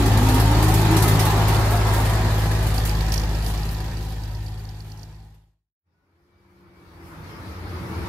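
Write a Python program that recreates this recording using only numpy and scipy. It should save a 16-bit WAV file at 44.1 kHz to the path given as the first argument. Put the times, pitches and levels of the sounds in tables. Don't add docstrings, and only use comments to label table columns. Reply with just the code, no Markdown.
import sys
import numpy as np
from scipy import signal
from scipy.fft import rfft, irfft, next_fast_len
from scipy.io import wavfile
from scipy.ndimage import uniform_filter1d, map_coordinates

SR = 44100
rng = np.random.default_rng(int(sys.argv[2]) if len(sys.argv) > 2 else 0)


def materialize(psi):
    bounded = np.clip(np.atleast_2d(psi).T, -1, 1)
    quanta = np.round(bounded * 32767).astype(np.int16)
    wavfile.write(sys.argv[1], SR, quanta)


def volts_from_db(level):
    exponent = np.asarray(level, float) / 20
    return 10 ** exponent


N = 356328
CLOCK_S = np.arange(N) / SR
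DROP_S, DROP_SAMPLES = 3.908, 1024


def unit(x):
    return x / np.sqrt(np.mean(x ** 2) + 1e-20)


def along(points, hz):
    f, v = np.transpose(points)
    return np.interp(np.log(hz + 1), np.log(f + 1), v)


def curves(rows):
    s, *columns = np.transpose(rows)
    gate = np.clip(np.minimum(CLOCK_S - s[0], s[-1] - CLOCK_S) / .03 + 1, 0, 1)
    return [np.interp(CLOCK_S, s, column) for column in columns] + [gate]


def bump(peak_s, width_s):
    return np.exp(-((CLOCK_S - peak_s) / width_s) ** 2)


def wobble(rate):
    return map_coordinates(rng.standard_normal(int(N * rate / SR) + 4), [np.arange(N) * rate / SR])


def filtered(x, response):
    m = next_fast_len(N + 8192)
    return irfft(rfft(x, m) * response(np.fft.rfftfreq(m, 1 / SR)), m)[..., :N]


def spread(pair, spectrum, alike, lean):
    def colour(hz):
        turn = np.arccos(np.clip(along(alike, hz), -1, 1)) / 2
        return volts_from_db(along(spectrum, hz)) * [np.cos(turn), np.sin(turn)]

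    mid, side = filtered(pair, colour)
    stereo = np.array([mid + side, mid - side])
    return unit(filtered(stereo, lambda hz: volts_from_db(np.outer([.5, -.5], along(lean, hz)))))


def patchy(depth_db, size=512, count=5):
    z = signal.stft(rng.standard_normal((2, N)), nperseg=size)[2]
    field = uniform_filter1d(rng.standard_normal(z.shape[1:]), size=count, axis=0)
    field = uniform_filter1d(field, size=2 * count, axis=1)
    return signal.istft(z * volts_from_db(depth_db * unit(field)), nperseg=size)[1][:, :N]


def tone(hz, db, blur_hz, flutter_db):
    turns = np.cumsum(hz + blur_hz * wobble(25)) / SR
    return np.sqrt(2) * volts_from_db(db + flutter_db * wobble(14)) * np.sin(2 * np.pi * turns)


# pitch_hz, level_db (per Hz)
FAR_LOW = [(15, -49.5), (25, -18), (86, 1), (141, -9), (184, -6.5), (218, -15.5), (330, -8), (442, -16.5),
           (600, -19.5), (780, -44), (1320, -120)]
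FAR_MID = [(260, -34), (450, -2.5), (530, -9), (680, -2.5), (894, 2), (1240, 0.5), (1340, 1.5),
           (1590, -3.5), (2260, -5.5), (2900, -16), (3770, -34), (6380, -120)]
FAR_UPPER = [(1470, -36), (2500, -7), (3560, -4), (4980, -4.5), (5560, -7.5), (7500, -23), (9750, -45),
             (16500, -120)]
FAR_TREBLE = [(3820, -31.5), (6500, -4), (7660, -6.5), (12100, 0.5), (15600, -7)]
# pitch_hz, left_right_likeness (-1 to 1)
FAR_ALIKE = [(60, 0.94), (130, 0.94), (290, 0.91), (640, 0.58), (1410, -0.1), (3100, -0.088), (6820, 0.06),
             (15000, -0.036)]
# pitch_hz, left_minus_right_db
FAR_LEAN = [(60, 1), (110, -1), (200, 0), (380, 0), (700, 1.5), (1290, 2), (2380, 1), (4400, 1.5),
            (8120, 7.5), (15000, -0.5)]


def far_roar():
    low = patchy(1.85, size=2048, count=2)
    out = volts_from_db(-32 + .8 * wobble(14)) * spread(low, FAR_LOW, FAR_ALIKE, FAR_LEAN)
    middle = patchy(2.2, size=1024, count=2)
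    out += volts_from_db(-38 + 0.26 * wobble(18)) * spread(middle, FAR_MID, FAR_ALIKE, FAR_LEAN)
    out += volts_from_db(-48.5 + .8 * wobble(18)) * spread(patchy(2.1), FAR_UPPER, FAR_ALIKE, FAR_LEAN)
    puff_db = 5 * bump(7.08, .06)
    treble_db = -52.5 + puff_db + 1.1 * wobble(20)
    return out + volts_from_db(treble_db) * spread(patchy(1.5), FAR_TREBLE, FAR_ALIKE, FAR_LEAN)


# start_s, pitch_hz, level_db
THROB = [(5.9, 87, -37), (6.7, 85, -43), (7.2, 85.94, -38), (7.4, 91.8, -52), (7.56, 86.1, -33),
         (7.75, 86.5, -31), (7.86, 85.5, -48), (7.96, 84.1, -40), (8.08, 85, -41)]
# start_s, end_s, first_hz, last_hz,
# level_db
FAR_TONES = [
    (5.88, 7.4, 196, 143, -40),
    (6.04, 7.2, 349, 334, -38),
    (7.3, 8.6, 191, 155, -43),
    (5.94, 6.05, 1470, 1455, -39),
             (6.1, 7.1, 2292, 2260, -53),
    (6.1, 7.1, 4584, 4520, -64),
]


def far_drones():
    hz, db, _ = curves(THROB)
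    tones = tone(hz, db, blur_hz=3, flutter_db=2.0)
    for start, end, first_hz, last_hz, db in FAR_TONES:
        done = np.clip((CLOCK_S - start) / (end - start), 0, 1)
        hz = first_hz + (last_hz - first_hz) * done ** 2.3
        swell = np.abs(4 * done * (1 - done)) ** .35
        tones += swell * tone(hz, db, blur_hz=.005 * first_hz, flutter_db=1 + first_hz / 1200)
    return tones * volts_from_db([[.6], [-.6]])


def far_machine():
    return far_roar() + far_drones()


def passing():
    abreast_db, leaves_s, recedes_per_s, spreading_db = -26.5, 0.99, 0.69, 19
    turns_s, turning_s = 1.8, 1.2
    away = np.maximum(CLOCK_S - leaves_s, 0) * recedes_per_s
    rumble_db = abreast_db - spreading_db * np.log10(1 + away ** 2)
    return rumble_db, np.clip((CLOCK_S - turns_s) / turning_s, 0, 1)


def casing_level():
    return passing()[0] - 0.5 + 2.5 * bump(2.03, 1.14)


# start_s, pitch_hz, level_db
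GROAN = [(0, 294.7, -24.5), (.15, 226, -29), (.4, 276, -28.5), (.55, 307, -29), (.72, 320, -30),
         (.96, 318, -30), (1.02, 270, -40), (1.07, 250, -25), (1.17, 280, -30)]


def wheel_groan():
    hz, db, groaning = curves(GROAN)
    first = tone(hz, db, blur_hz=8, flutter_db=3)
    second = tone(1.25 * hz, db - 10, blur_hz=9, flutter_db=4)
    return groaning * (first + second)


# first_hz, last_hz, level_db (over the casing)
WHINES = [(820, 816, -16.5), (886, 1000, -15), (1773, 1870, -21.5), (2018, 2080, -22.5), (388, 395, -16),
          (1130, 990, -24.5), (1634, 1660, -24.5)]


def gear_whines():
    _, gone = passing()
    rise = np.clip(CLOCK_S / 2.8, 0, 1)
    out = np.zeros(N)
    for early_hz, late_hz, db in WHINES:
        hz = early_hz + (late_hz - early_hz) * rise
        out += tone(hz, casing_level() + db - 5 * gone, blur_hz=6, flutter_db=4.5)
    return out


# pitch_hz, level_db (per Hz)
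RUMBLE = [(15, -33.5), (25, -13.5), (49, -9), (74, -15.5), (122, -4.5), (172, -9), (246, -11.5),
          (362, -9.5), (419, -13), (600, -24), (780, -57), (1320, -120)]
CASING = [(290, -31.5), (500, -10), (586, -8.5), (816, -2.5), (1060, -8), (1300, -8), (1440, -13),
          (1830, -12), (2200, -20.5), (2600, -25), (3380, -47), (5720, -120)]
CASING_BEHIND = [(290, -34), (500, -6.5), (586, -7.5), (783, 1), (983, -4), (1080, -8), (1380, -9.5),
                 (1910, -6.5), (2070, -19), (2600, -28), (3380, -42), (5720, -120)]
CLATTER = [(1350, -21.5), (2300, -1), (3930, -2), (4540, -3.5), (6040, -9), (6970, -7.5), (7800, -11),
           (10100, -24), (17200, -120)]
HISS = [(4120, -5), (7000, -3), (9430, 0), (12600, 2), (14900, -4.5), (15600, -8)]
# pitch_hz, left_right_likeness (-1 to 1)
ALIKE = [(60, 0.93), (130, 0.91), (290, 0.96), (640, 0.75), (1410, 0.27), (3100, -0.085), (6820, 0.0026),
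         (15000, 0.02)]
# pitch_hz, left_minus_right_db
LEAN = [(60, 5), (110, 5.5), (200, 0), (380, 0), (700, 1), (1290, 1), (2380, 1), (4400, -6), (8120, -1),
        (15000, -4.5)]
CYLINDERS = [-9, -6, -7.5, -5, -8.5, -7.5]


def body(fired):
    rumble_db, gone = passing()
    clatter_db = rumble_db - 11 + 2.5 * gone
    hiss_db = rumble_db - 15.5 + 3.5 * gone
    cylinder = np.floor(fired - .25).astype(int)
    scatter_db = rng.normal(0, 2.3, size=500)[cylinder + 1]
    fade_db = 6.2 * ((fired - .25) % 1)
    knock = volts_from_db(np.array(CYLINDERS)[cylinder % 6] + scatter_db - fade_db)
    knock = unit(uniform_filter1d(knock, size=60))

    def beat(share):
        return 1 - share + share * knock

    floor = patchy(0.97, size=2048, count=2) * beat(.4)
    out = volts_from_db(rumble_db + 1.0) * spread(floor, RUMBLE, ALIKE, LEAN)
    panels = patchy(3.2, size=4096, count=2) * beat(.2)
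    casing = (1 - gone) * spread(panels, CASING, ALIKE, LEAN)
    casing += gone * spread(panels, CASING_BEHIND, ALIKE, LEAN)
    out += volts_from_db(casing_level()) * casing
    out += volts_from_db(clatter_db + 5.0) * spread(patchy(2.0, count=3) * beat(0.25), CLATTER, ALIKE, LEAN)
    hiss = spread(patchy(1.8) * beat(0.6), HISS, ALIKE, LEAN)
    return out + volts_from_db(hiss_db + 5.0 + 1.4 * wobble(11)) * hiss


# start_s, level_db (peak)
TICKS = [(1.4542, -29), (1.4737, -31), (1.524, -31.5), (1.5645, -22.5), (1.773, -30.5), (2.2105, -34.5)]
LOOSE_DB = [-23, -24, -29, -24, -31, -31, -27, -26.5, -28, -28.5, -36, -39.5, -34.5, -29.5, -29.5, -27.5,
            -34, -28.5, -29.5, -28, -27, -39]
# start_s (middle), width_s, level_db
RATTLES = [
    (3.15, .075, 9),
    (5.0, .045, 9),
]
# pitch_hz, level_db (per Hz)
VALVE = [(3300, -42), (4000, -15.5), (4550, 0), (5100, -6.5), (5900, -36)]
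VALVE_UPPER = [(5000, -35.5), (5500, 0.5), (5950, -8), (6800, -17), (8000, -40)]


def tick_times():
    loose_s, cycle_s, lost_s = 2.7782, .11375, DROP_SAMPLES / SR
    others_db, sink_db_per_s, scatter_db = [-31, -40, -32, -32, -33], 4.5, 3
    when = loose_s + cycle_s * np.arange(6 * len(LOOSE_DB)).reshape(-1, 6) / 6
    rattle_db = np.zeros(when.shape)
    for s, width, db in RATTLES:
        middle_s = s + (s > DROP_S) * lost_s
        rattle_db += db * np.exp(-((when - middle_s) / width) ** 2)
    peak = np.array([[db, *others_db] for db in LOOSE_DB])
    change_db = rattle_db - sink_db_per_s * (when - loose_s) + scatter_db * rng.standard_normal(when.shape)
    peak = peak + change_db * [0, 1, 1, 1, 1, 1]
    kept = (when < DROP_S) | (when > DROP_S + lost_s)
    heard_s = when - lost_s * (when > DROP_S)
    return [(s, db, -5) for s, db in TICKS] + list(zip(heard_s[kept], peak[kept], rattle_db[kept]))


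def ticks():
    strikes, t = np.zeros((3, N + SR)), np.arange(SR // 40) / SR
    swell = (t / .003 * np.exp(1 - t / .003)) ** 2
    for s, db, bright_db in tick_times():
        upper_db = -8 + 0.88 * bright_db + 2.2 * rng.standard_normal()
        spit_db = -13 + bright_db / 2 - 4.5 * abs(s - 2.7782) + 2.2 * rng.standard_normal()
        levels = volts_from_db([[db - 7], [db + upper_db - 5], [db + spit_db]])
        strikes[:, round(s * SR):][:, :len(t)] += levels * swell
    lower, upper, spit = strikes[:, :N]
    right = [(4000, -12.5), (7000, -15.5)]  # (Hz, L-R dB)
    out = lower * spread(patchy(0.47), VALVE, [(4000, .3)], right)
    out += upper * spread(patchy(.6), VALVE_UPPER, [(4000, 0.4)], right)
    return out + spit * spread(patchy(.6), HISS, ALIKE, LEAN)


# start_s, level_db (peak)
CHUFFS = [(0.057, -23.5), (.172, -26), (0.2867, -25), (0.3423, -26.5), (.398, -23.5), (.6255, -19.5),
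          (.6817, -27.5), (.7391, -23), (.9098, -27.5), (.9654, -17.5), (1.0219, -17), (1.0786, -18),
          (1.1925, -15.5), (1.2511, -24.5), (1.48, -21.5), (1.7065, -28), (1.8761, -27), (1.934, -22.5),
          (2.0492, -24), (2.3929, -26.5), (2.6234, -27), (2.6654, -24.5), (2.741, -26), (2.8504, -19.5),
          (3.1196, -20.5), (3.479, -28), (3.709, -30), (4.0243, -35.5), (4.3091, -42), (4.972, -35.5)]


def chuffs():
    high, mid, t = np.zeros(N + SR), np.zeros(N + SR), np.arange(SR // 5) / SR
    turn_s = .0568
    turns = .0575 + turn_s * np.arange(int(1.8 / turn_s))
    weak = list(zip(turns, passing()[0][(turns * SR).astype(int)] - 4))
    colour = -4 + 4 * rng.standard_normal(size=100)
    for (s, db), mid_db in zip(CHUFFS + weak, colour):
        onset = 1 - np.exp(-t / (0.0025 + 0.00063 * s))
        puff = onset * (volts_from_db(-60 * t / 0.027) + 0.58 * volts_from_db(-60 * t / 0.26))
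        high[round(s * SR):][:len(t)] += volts_from_db(db - 5.5) * puff
        mid[round(s * SR):][:len(t)] += volts_from_db(db + mid_db - 16.0) * puff
    air = patchy(2.2, count=8)
    return high[:N] * spread(air, HISS, ALIKE, LEAN) + mid[:N] * spread(air, CLATTER, ALIKE, LEAN)


# start_s, firings_hz
FIRING = [(0, 53.14), (1.5, 53.12), (1.9, 52.8), (2.3, 52.67), (4.0, 52.66), (4.7, 52.6), (4.9, 52.3),
          (5.2, 52.4), (5.3, 52.7), (5.9, 52.7)]


def crank():
    rate = curves(FIRING)[0]
    leap = DROP_SAMPLES * rate[round(DROP_S * SR)] / SR
    return .07 + np.cumsum(rate) / SR + (np.arange(N) > DROP_S * SR) * leap


# start_s, level_db (firing tone over the rumble), second_db (second order over the firing tone)
EXHAUST = [(0, 3.5, 4), (.55, 5.5, 1.3), (.9, 1, 6), (1.2, 0, 7), (1.5, 3, 4), (2.4, 7, 3.5), (3, 12.5, -5),
           (3.6, 12.5, -7), (3.8, 10.5, -1.5), (4.1, 13, -3.5), (4.4, 15, 0.5), (5, 8.5, 3.5),
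           (5.2, 14, -1), (5.7, 15, -4)]
# start_s, second_turns, third_turns
LEAD = [(0, .41, 0.051), (.9, 0.62, 0.11), (1.6, .36, 0.17), (3, .39, 0.052), (4.1, 0.25, 0.15),
        (4.8, .19, -0.034), (5.7, .3, .05)]
# multiple (of the firing rate), level_db (over the mean of firing tone and second order), #
UNEVEN = [(4 / 3, -8.5, -0.29), (5 / 3, -13, .35), (7 / 3, -17.5, .37), (8 / 3, -22.5, 0),
          (11 / 3, -23.5, 0), (4, -22, 0), (5, -28.5, 0), (6.3, -26, 0)]


def exhaust(fired):
    rumble_db, gone = passing()
    over_db, tilt_db, _ = curves(EXHAUST)
    first_db = rumble_db + over_db
    second_db = first_db + tilt_db
    echo_db = 5.5 * (1 - gone) * np.cos(2 * np.pi * (CLOCK_S - 0.9) / 2.2)
    third_db = rumble_db - 6.5 + 2.5 * CLOCK_S + echo_db
    second_turns, third_turns, _ = curves(LEAD)

    def order(k, db, turns):
        return np.sqrt(2) * volts_from_db(db) * np.cos(2 * np.pi * (k * fired + turns))

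    out = order(1, first_db + 1.7, 0)
    out += order(2, second_db + 0.31 * wobble(8.9), second_turns + .015 * wobble(5.1))
    out += order(3, third_db + 0.89 * wobble(7.2), third_turns + 0.01 * wobble(4.9))
    for k, db, turns in UNEVEN:
        level_db = (first_db + second_db) / 2 + db + 1.3 * wobble(6.5)
        out += order(k, level_db, turns + 0.027 * k * wobble(2.5))
    out *= 1 - bump(DROP_S, 0.0011)
    return out * volts_from_db([[.25], [-.25]])


# start_s, level_db
FADER = [(3.6, 0), (4, -2.5), (4.5, -6.5), (5, -9), (5.2, -14), (5.35, -20), (5.5, -33), (5.7, -62),
         (5.76, -85), (5.83, -70), (5.87, -45.5), (5.95, -38.5), (6.5, -26), (6.9, -16.5), (7.3, -6),
         (7.6, -5), (8.08, 1)]


def scene():
    fired = crank()
    car = wheel_groan() + gear_whines() + body(fired) + ticks() + chuffs() + exhaust(fired)
    return volts_from_db(curves(FADER)[0]) * np.where(CLOCK_S < 5.76, car, far_machine())


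def band_limit(x):
    return signal.sosfilt(signal.butter(12, 15720, fs=SR, output="sos"), x)


def record(dry):
    top_hz, mic_hz, edge_hz = 15720, 41.8, 15250
    heard = filtered(dry, lambda hz: (hz < top_hz) / np.sqrt(1 + (mic_hz / (hz + 1)) ** 6))
    lost = np.repeat(rng.random(size=N // 1024 + 2) < .42, 1024)
    lost = uniform_filter1d(np.roll(lost, 300) * 1., size=400)[:N]
    heard = heard - lost * filtered(heard, lambda hz: hz > edge_hz)
    return band_limit(heard)


dry = scene()
out = record(dry)
materialize(out)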